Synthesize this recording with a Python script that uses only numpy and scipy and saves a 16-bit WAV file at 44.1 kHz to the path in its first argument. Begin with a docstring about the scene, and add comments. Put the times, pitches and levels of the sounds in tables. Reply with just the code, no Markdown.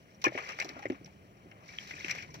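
"""Single slaps and bubbles stand out of a spatter of drops as water slops from a plastic bucket onto wet mud.
The hollow bucket thumps, close to the right of a phone held outdoors; low rumble, hum and air hiss lie beneath.
Slaps are decaying bursts of patchy noise, bubbles are damped sines of rising pitch, thumps are ringing modes.
The spatter is fluttering hiss with small random bubbles, the air is shaped noise, the hum a wavering sine."""
import sys
import numpy as np
from scipy import signal
from scipy.fft import rfft, irfft, next_fast_len
from scipy.io import wavfile
from scipy.ndimage import uniform_filter1d, map_coordinates

SR = 44100
rng = np.random.default_rng(int(sys.argv[2]) if len(sys.argv) > 2 else 0)


def magnitude_from_level(level_db):
    """Linear magnitude for a level in decibels (20 dB per decade)."""
    exponent = np.asarray(level_db, float) / 20
    return 10 ** exponent


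def log_audio(samples):
    """Write samples as a 16-bit WAV file to the path given in sys.argv[1]."""
    # one column per channel
    frames = np.atleast_2d(samples).T
    # limit to full scale, then quantise
    limited = np.clip(frames, -1, 1)
    pcm = np.round(limited * 32767).astype(np.int16)
    wavfile.write(sys.argv[1], SR, pcm)


N = 105840  # length in samples

# colour of splashing water: (frequency [Hz], relative level [dB])
WATER_COLOUR = [(240, -41.5), (400, -14.5), (520, -13.5), (700, -14.5), (890, -14), (1100, -12.5),
                (1480, -11), (1670, -7.5), (2310, -3), (2870, -10.5), (3600, -19), (4100, -14), (4500, -16),
                (5000, -14.5), (5350, -13), (5800, -8), (6470, -20.5), (7670, -29.5), (10500, -41.5),
                (12500, -33.5), (14900, -33.5), (16100, -49)]
LOW_HZ, TREBLE_HZ = 1407, 3210  # edges between the low, body and treble parts of the water noise
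LEFT_LAG_S = 0.00052  # the left port hears this much later


def unit(x):
    """Scaled to rms 1."""
    return x / np.sqrt(np.mean(x ** 2) + 1e-20)


def along(points, hz):
    """Reads (Hz, value) points on a log frequency axis."""
    f, v = np.transpose(points)
    return np.interp(np.log(hz + 1), np.log(f + 1), v)


def curves(rows):
    """One value per sample for each column after the time."""
    s, *columns = np.transpose(rows)
    return [np.interp(np.arange(N) / SR, s, column) for column in columns]


def wobble(rate):
    """A smooth random curve with rate knots a second."""
    knots = rng.standard_normal(int(N * rate / SR) + 4)
    return map_coordinates(knots, [np.arange(N) * rate / SR])


def filtered(x, response):
    """Multiplies the spectrum of x by a complex response of frequency."""
    m = next_fast_len(N + SR // 2)
    return irfft(rfft(x, m) * response(np.fft.rfftfreq(m, 1 / SR)), m)[..., :N]


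def under(hz, edge_hz):
    """Steep low-pass gain."""
    return 1 / np.sqrt(1 + (hz / edge_hz) ** 16)


def over(hz, edge_hz):
    """Steep high-pass gain that complements under() in power."""
    return np.sqrt(1 - under(hz, edge_hz) ** 2)


def ports(hz):
    """Responses of the two ports: the far left one hears later and each has its own colour."""
    # (frequency [Hz], left over right [dB])
    left_over_right = [(300, 0.5), (550, -1), (900, 2), (1800, 5.5), (2600, 6), (3600, -1), (15000, 1.5)]
    # (frequency [Hz], phase lead of the left beside its lag [rad])
    left_lead = [(150, .3), (320, .15), (620, 1.3), (790, 1.2), (900, .4), (1150, 1.1), (1600, 1.3),
                 (2400, 1.1), (2900, -.8), (3500, .5), (4700, 1.3), (5500, -.6), (6300, 0)]
    half_db = along(left_over_right, hz) / 2
    phase = along(left_lead, hz) - 2 * np.pi * hz * LEFT_LAG_S
    return np.array([magnitude_from_level(half_db) * np.exp(1j * phase), magnitude_from_level(-half_db)])


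def noise(gain):
    """Stereo noise of rms 1 under a gain of frequency, partly common to both ports."""
    # likeness of the ports: (frequency [Hz], share of the power common to both [0-1])
    alike = [(30, 0.64), (120, 1), (500, 0.66), (2000, 0.73), (6000, 0.31), (12000, 0.47)]

    def share(hz):
        return np.clip(along(alike, hz), 0, 1)

    common = filtered(rng.standard_normal(N), lambda hz: gain(hz) * np.sqrt(share(hz)) * ports(hz))
    own = filtered(rng.standard_normal((2, N)), lambda hz: gain(hz) * np.sqrt(1 - share(hz)) * abs(ports(hz)))
    return unit(common + own)


def patchy(pair):
    """Breaks stereo noise into short, narrow patches of random gain, as single droplets do."""
    depth_db = 3
    z = signal.stft(pair, nperseg=128)[2]
    field = rng.standard_normal(z.shape[1:])
    for axis in (0, 1):
        field = uniform_filter1d(field, size=3, axis=axis)
    return unit(signal.istft(z * magnitude_from_level(depth_db * unit(field)), nperseg=128)[1][:, :N])


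def wet(low, body, treble):
    """Water noise in three frequency parts, each under its own envelope, later on the left."""
    shapes = (lambda hz: under(hz, LOW_HZ),
              lambda hz: over(hz, LOW_HZ) * under(hz, TREBLE_HZ),
              lambda hz: over(hz, TREBLE_HZ))
    out = np.zeros((2, N))
    for env, shape in zip((low, body, treble), shapes):
        part = patchy(noise(lambda hz: magnitude_from_level(along(WATER_COLOUR, hz)) * shape(hz)))
        out += np.array([np.roll(env, round(LEFT_LAG_S * SR)), env]) * part
    return out


def damped_bubbles(rows, longest_s):
    """Damped sines of rising pitch, as of bubbles, one per row (s, dB, Hz, t60 s)."""
    rise, attack_s = 0.16, 0.00062  # share of pitch gained over one t60; time constant of the soft start
    s, db, hz, t60 = np.transpose(rows)[:, :, None]
    t = np.arange(round(longest_s * SR)) / SR
    envelope = magnitude_from_level(db - 60 * t / t60) * (1 - np.exp(-t / attack_s))
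    ring = envelope * np.sin(2 * np.pi * hz * t * (1 + rise * t / t60 / 2))
    at = np.round(s * SR).astype(int) + np.arange(len(t))
    return np.bincount(at.ravel(), ring.ravel(), N + SR)[:N]


def slaps():
    """Slaps of water on mud: short ones rise sharply, long ones softly; all die raggedly, the treble first."""
    # (time [s], level before the trim [dB], low part over body [dB], treble part over body [dB], t60 of body [s])
    hits = [(0.216, -43.5, -8, 6, 0.081), (0.22, -44, -17, 1.5, 0.07), (0.2406, -19, -5, 0, 0.04),
            (0.247, -22, -5, -12, 0.095), (0.2562, -23, 1, -4, 0.043), (0.2654, -21, -2, -14, 0.036),
            (0.2777, -28.5, -1, -11.5, 0.067), (0.3758, -26, -3, -17, 0.088),
            (0.385, -27, -2, -13.5, 0.064), (0.4867, -29.5, -2, -8, 0.14), (0.519, -31.5, -31, -12, 0.085),
            (0.5875, -28.5, -7, -7.5, 0.042), (0.5989, -22, -11, -4, 0.053),
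            (0.6133, -24, -12.5, -14.5, 0.051), (0.6219, -33, -3, 0, 0.058), (0.6445, -42, 0.5, 6.5, 0.099),
            (0.6886, -33, -5, -2, 0.084), (0.7653, -45.5, 9.5, -22, 0.047), (0.79, -38.5, 4, -3.5, 0.044),
            (0.823, -36.5, -8, -9.5, 0.089), (0.8354, -37.5, -10, -16, 0.056),
            (0.8556, -31.5, -2, -17, 0.044), (0.8996, -29, -27, -14.5, 0.046),
            (0.919, -37.5, -5, -11.5, 0.045), (0.943, -45, 0.5, -28, 0.087), (1.0571, -46.5, -25, 1, 0.093),
            (1.513, -38, -25, -14.5, 0.042), (1.6863, -42.5, -19.5, -9, 0.059),
            (1.733, -41, -11.5, -13, 0.097), (1.7848, -31, -38, -21, 0.013), (1.872, -43, -29, 4, 0.15),
            (1.9087, -28, -20, -15, 0.03), (2.0456, -25, -38, -11, 0.045), (2.0593, -32, -9, -18, 0.038),
            (2.0815, -27.5, -8, -8, 0.06), (2.093, -26.5, -36, -9.5, 0.16),
            (2.1075, -24.5, -33, -4.5, 0.033), (2.11, -28.5, -6.5, 0, 0.074), (2.148, -34, -6, -7, 0.15),
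            (2.1825, -38.5, -28, -6, 0.13), (2.2224, -40.5, -32, -2, 0.1), (2.3406, -43, 2.5, 6.5, 0.12)]
    trim_db, rough_db = -6, 1.2
    rise_share, treble_share = 0.017, 0.61  # rise time constant over t60; treble t60 over body t60
    power, t = np.zeros((3, N + SR)), np.arange(SR // 4) / SR
    for s, db, low_db, treble_db, t60 in hits:
        life = max(t60, 0.005) * np.array([[1], [1], [treble_share]])
        shape = magnitude_from_level(db + trim_db - 60 * t / life) * (1 - np.exp(-t / (rise_share * life)))
        start = round(s * SR)
        power[:, start:start + len(t)] += (magnitude_from_level([[low_db], [0], [treble_db]]) * shape) ** 2
    ragged = magnitude_from_level(rough_db * np.array([wobble(330), wobble(400), wobble(600)]))
    return wet(*np.sqrt(power[:, :N]) * ragged)


def single_bubbles():
    """Bubbles that stand out, each ringing at its own pitch."""
    # (time [s], level [dB], starting pitch [Hz], t60 [s])
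    plops = [(.146, -53.5, 5620, 0.038), (.2435, -16, 1035, 0.044), (.2412, -16, 5590, 0.013),
             (.2495, -23, 2380, .06), (.2585, -21, 2350, .04), (.2655, -18.5, 1690, 0.038),
             (.267, -27, 503, 0.029), (.321, -31, 587, 0.021), (.350, -29.5, 567, 0.033),
             (.352, -34, 450, 0.034), (.376, -16, 2130, 0.0075), (.601, -27, 2124, 0.039),
             (.626, -36, 770, 0.026), (.652, -37.5, 710, 0.048), (.766, -35, 680, 0.016),
             (.792, -37.5, 800, 0.042), (.826, -41.5, 800, 0.078), (.8545, -22.5, 540, 0.021),
             (.855, -23.5, 1920, 0.018), (.864, -28, 2080, 0.016), (.885, -48.5, 6900, 0.016),
             (1.046, -33.5, 5560, 0.0095), (1.075, -49, 850, 0.053), (1.69, -42.5, 2250, 0.062),
             (1.786, -18, 3100, 0.008), (1.911, -32, 2004, 0.033), (1.937, -32, 2390, 0.018),
             (1.964, -36.5, 2440, 0.018), (2.006, -31.5, 2050, 0.018), (2.061, -38.5, 2140, 0.018),
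             (2.099, -32, 2150, 0.019), (2.106, -27, 2267, 0.048), (2.113, -21.5, 2390, 0.017),
             (2.163, -36, 2360, 0.012), (2.186, -30, 2160, 0.022), (2.204, -36, 2340, 0.017),
             (2.224, -34, 2270, .02), (2.29, -45, 990, 0.059)]
    return damped_bubbles(plops, longest_s=0.15)


def bucket():
    """The hollow bucket: every thump rings the same dull modes anew, slightly scattered."""
    # (time [s], level before the trim [dB], t60 [s], pitch over the modes' [ratio])
    thumps = [(0.265, -18, 0.076, 0.99), (0.351, -31.5, 0.058, 0.93), (0.646, -37.5, 0.11, 1),
              (0.695, -42.5, 0.18, 0.87), (0.76, -41.5, 0.14, 0.84), (0.853, -28, 0.076, 0.97),
              (0.901, -16, 0.03, 0.95), (0.912, -31, 0.05, 0.98), (0.92, -29, 0.069, 0.88),
              (1.01, -44, 0.077, 0.9), (1.457, -44, 0.07, 1), (1.936, -43.5, 0.07, 0.97),
              (2.0455, -33, 0.03, 1)]
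    # modes of the bucket: (frequency [Hz], relative level [dB], share of the thump's t60 [ratio])
    modes = [(126, -11.5, 2.45), (238, -15, 1.3), (307.8, 3.5, 1.025), (359, 3, 0.9), (501.7, -9, 1.27),
             (587, -8, 0.81), (800, -8.5, 0.61)]
    trim_db, attack_s = -4.5, 0.0025
    scatter_db, detune = 1.5, 0.03  # random spread of mode level and of pitch ratio
    out, t = np.zeros(N + SR), np.arange(SR // 3) / SR
    for s, db, t60, pitch in thumps:
        ring = np.zeros(len(t))
        for hz, level, share in modes:
            mode_db = level + scatter_db * rng.standard_normal()
            mode_hz = hz * (pitch + detune * rng.standard_normal())
            ring += magnitude_from_level(mode_db - 60 * t / max(share * t60, 0.01)) * np.sin(2 * np.pi * mode_hz * t)
        start = round(s * SR)
        out[start:start + len(t)] += magnitude_from_level(db + trim_db) * ring * (1 - np.exp(-t / attack_s))
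    return out[:N]


def fizz(level_db, low_db, treble_db):
    """Small bubbles of random pitch and uneven size, ringing within the spatter."""
    trim_db, per_s, spread_db, treble_lift_db = -1.5, 1500, 3.5, 6
    middle_hz, octaves, t60_cycles = 2800, 1.2, 24  # median pitch, its standard deviation, decay
    at = np.flatnonzero(rng.random(N) < per_s / SR)
    size = rng.exponential(size=len(at))
    hz = np.clip(middle_hz * 2 ** (octaves * rng.standard_normal(len(at))), 450, 9000)
    # pitches in the low and treble parts follow the changing colour of the spatter
    low_shift_db = (low_db - np.median(low_db))[at].clip(-9, 9)
    treble_shift_db = treble_lift_db + (treble_db - np.median(treble_db))[at].clip(-9, 9)
    colour_db = along(WATER_COLOUR, hz) + (hz < LOW_HZ) * low_shift_db + (hz > TREBLE_HZ) * treble_shift_db
    drop_db = colour_db + spread_db * np.minimum(size, 2.5)
    rows = np.transpose([at / SR, drop_db, hz, t60_cycles / hz])
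    ringing = unit(filtered(damped_bubbles(rows, longest_s=0.035), ports))
    return magnitude_from_level(level_db + trim_db) * ringing


def spatter():
    """Small drops: a fluttering sheet of hiss with small bubbles ringing in it."""
    # (time [s], level before the trims [dB], low part over body [dB], treble part over body [dB])
    drops = [(0.0, -70, -14, -1), (0.28, -71, 4, -2.5), (0.335, -45, -3, -9), (0.45, -45, -6.5, -9.5),
             (0.56, -51.5, -4, -5), (0.8, -55, 0, -9), (1.0, -65.5, 0, -4.5), (1.2, -71, -4, -3),
             (1.62, -66, 3, -8.5), (1.68, -58, -2.5, 0.5), (1.9, -50, -12.5, -2.5),
             (2.06, -48.5, -7.5, -3.5), (2.23, -48, -11, -6.5), (2.27, -59, -5, -5), (2.4, -63, -4, -2.5)]
    sheet_db, flutter_depth_db = -4, 2
    level_db, low_db, treble_db = curves(drops)
    flutter_db = flutter_depth_db * np.array([wobble(59.84), wobble(90), wobble(110)])
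    flutter_db = flutter_db + 1.2 * wobble(30.37)  # shared by all three parts
    parts_db = np.array([low_db, 0 * low_db, treble_db])
    sheet = wet(*magnitude_from_level(level_db + sheet_db + flutter_db + parts_db))
    return fizz(level_db, low_db, treble_db) + sheet


def banks(x):
    """A short diffuse answer from the ground around: decaying noise that starts after 3 ms."""
    echo_db, t60_s = -17, 0.07
    t = np.arange(SR // 5) / SR
    tail = rng.standard_normal((2, len(t))) * magnitude_from_level(-60 * t / t60_s) * (t > 0.003)
    tail = tail / np.linalg.norm(tail[0])
    return magnitude_from_level(echo_db) * signal.fftconvolve(x, tail, axes=1)[:, :N]


def air():
    """Far rumble and hiss: steady shaped noise whose bass alone swells slowly."""
    # (time [s], bass level before the trim [dB])
    rumble = [(0.0, -62), (0.75, -58), (1.54, -60.5), (2.4, -54)]
    # (frequency [Hz], relative level [dB])
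    air_colour = [(15, -55.5), (25, -35.5), (70, -12), (107, -10), (189, -8), (235, -15), (342, -16),
                  (461, -20), (691, -20.5), (749, -27), (2090, -33), (3050, -32), (3490, -45), (13100, -50),
                  (15800, -47.5)]
    trim_db, bass_hz = 2.1, 400
    level_db, = curves(rumble)
    bed = magnitude_from_level(level_db.mean() + trim_db) * noise(lambda hz: magnitude_from_level(along(air_colour, hz)))
    bass = filtered(bed, lambda hz: 1 / np.sqrt(1 + (hz / bass_hz) ** 4))
    swell = magnitude_from_level(level_db - level_db.mean() + 0.5 * wobble(15.0))
    return bed + bass * (swell - 1)


def hum():
    """A soft low sine, wavering in level and phase, that swells once."""
    # (middle [s], half length [s], frequency [Hz], level [dB])
    low_tone = (1.15, .12, 195, -63)
    middle_s, half_s, hz, db = low_tone
    t = np.arange(N) / SR
    swell = np.exp(-((t - middle_s) / half_s) ** 4)
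    return magnitude_from_level(db + 2.5 * wobble(25)) * swell * np.sin(2 * np.pi * hz * t + wobble(20))


def scene():
    """Slaps, bucket and bubbles with their echo, over spatter, air and hum."""
    bass_cut_hz = 90  # the ports pass little deep bass from the thumps and bubbles

    def port_response(hz):
        return ports(hz) * (1j * hz / (bass_cut_hz + 1j * hz)) ** 3

    near = slaps() + filtered(bucket() + single_bubbles(), port_response)
    return near + banks(near) + spatter() + air() + hum()


def top_cut(x):
    """Nothing passes above the cut-off."""
    return signal.sosfilt(signal.butter(12, 16200, fs=SR, output="sos"), x)


def record(dry):
    """The phone's band limit removes everything from 15950 Hz up."""
    mix = filtered(dry, lambda hz: hz < 15950)
    return top_cut(mix)


dry = scene()
out = record(dry)
log_audio(out)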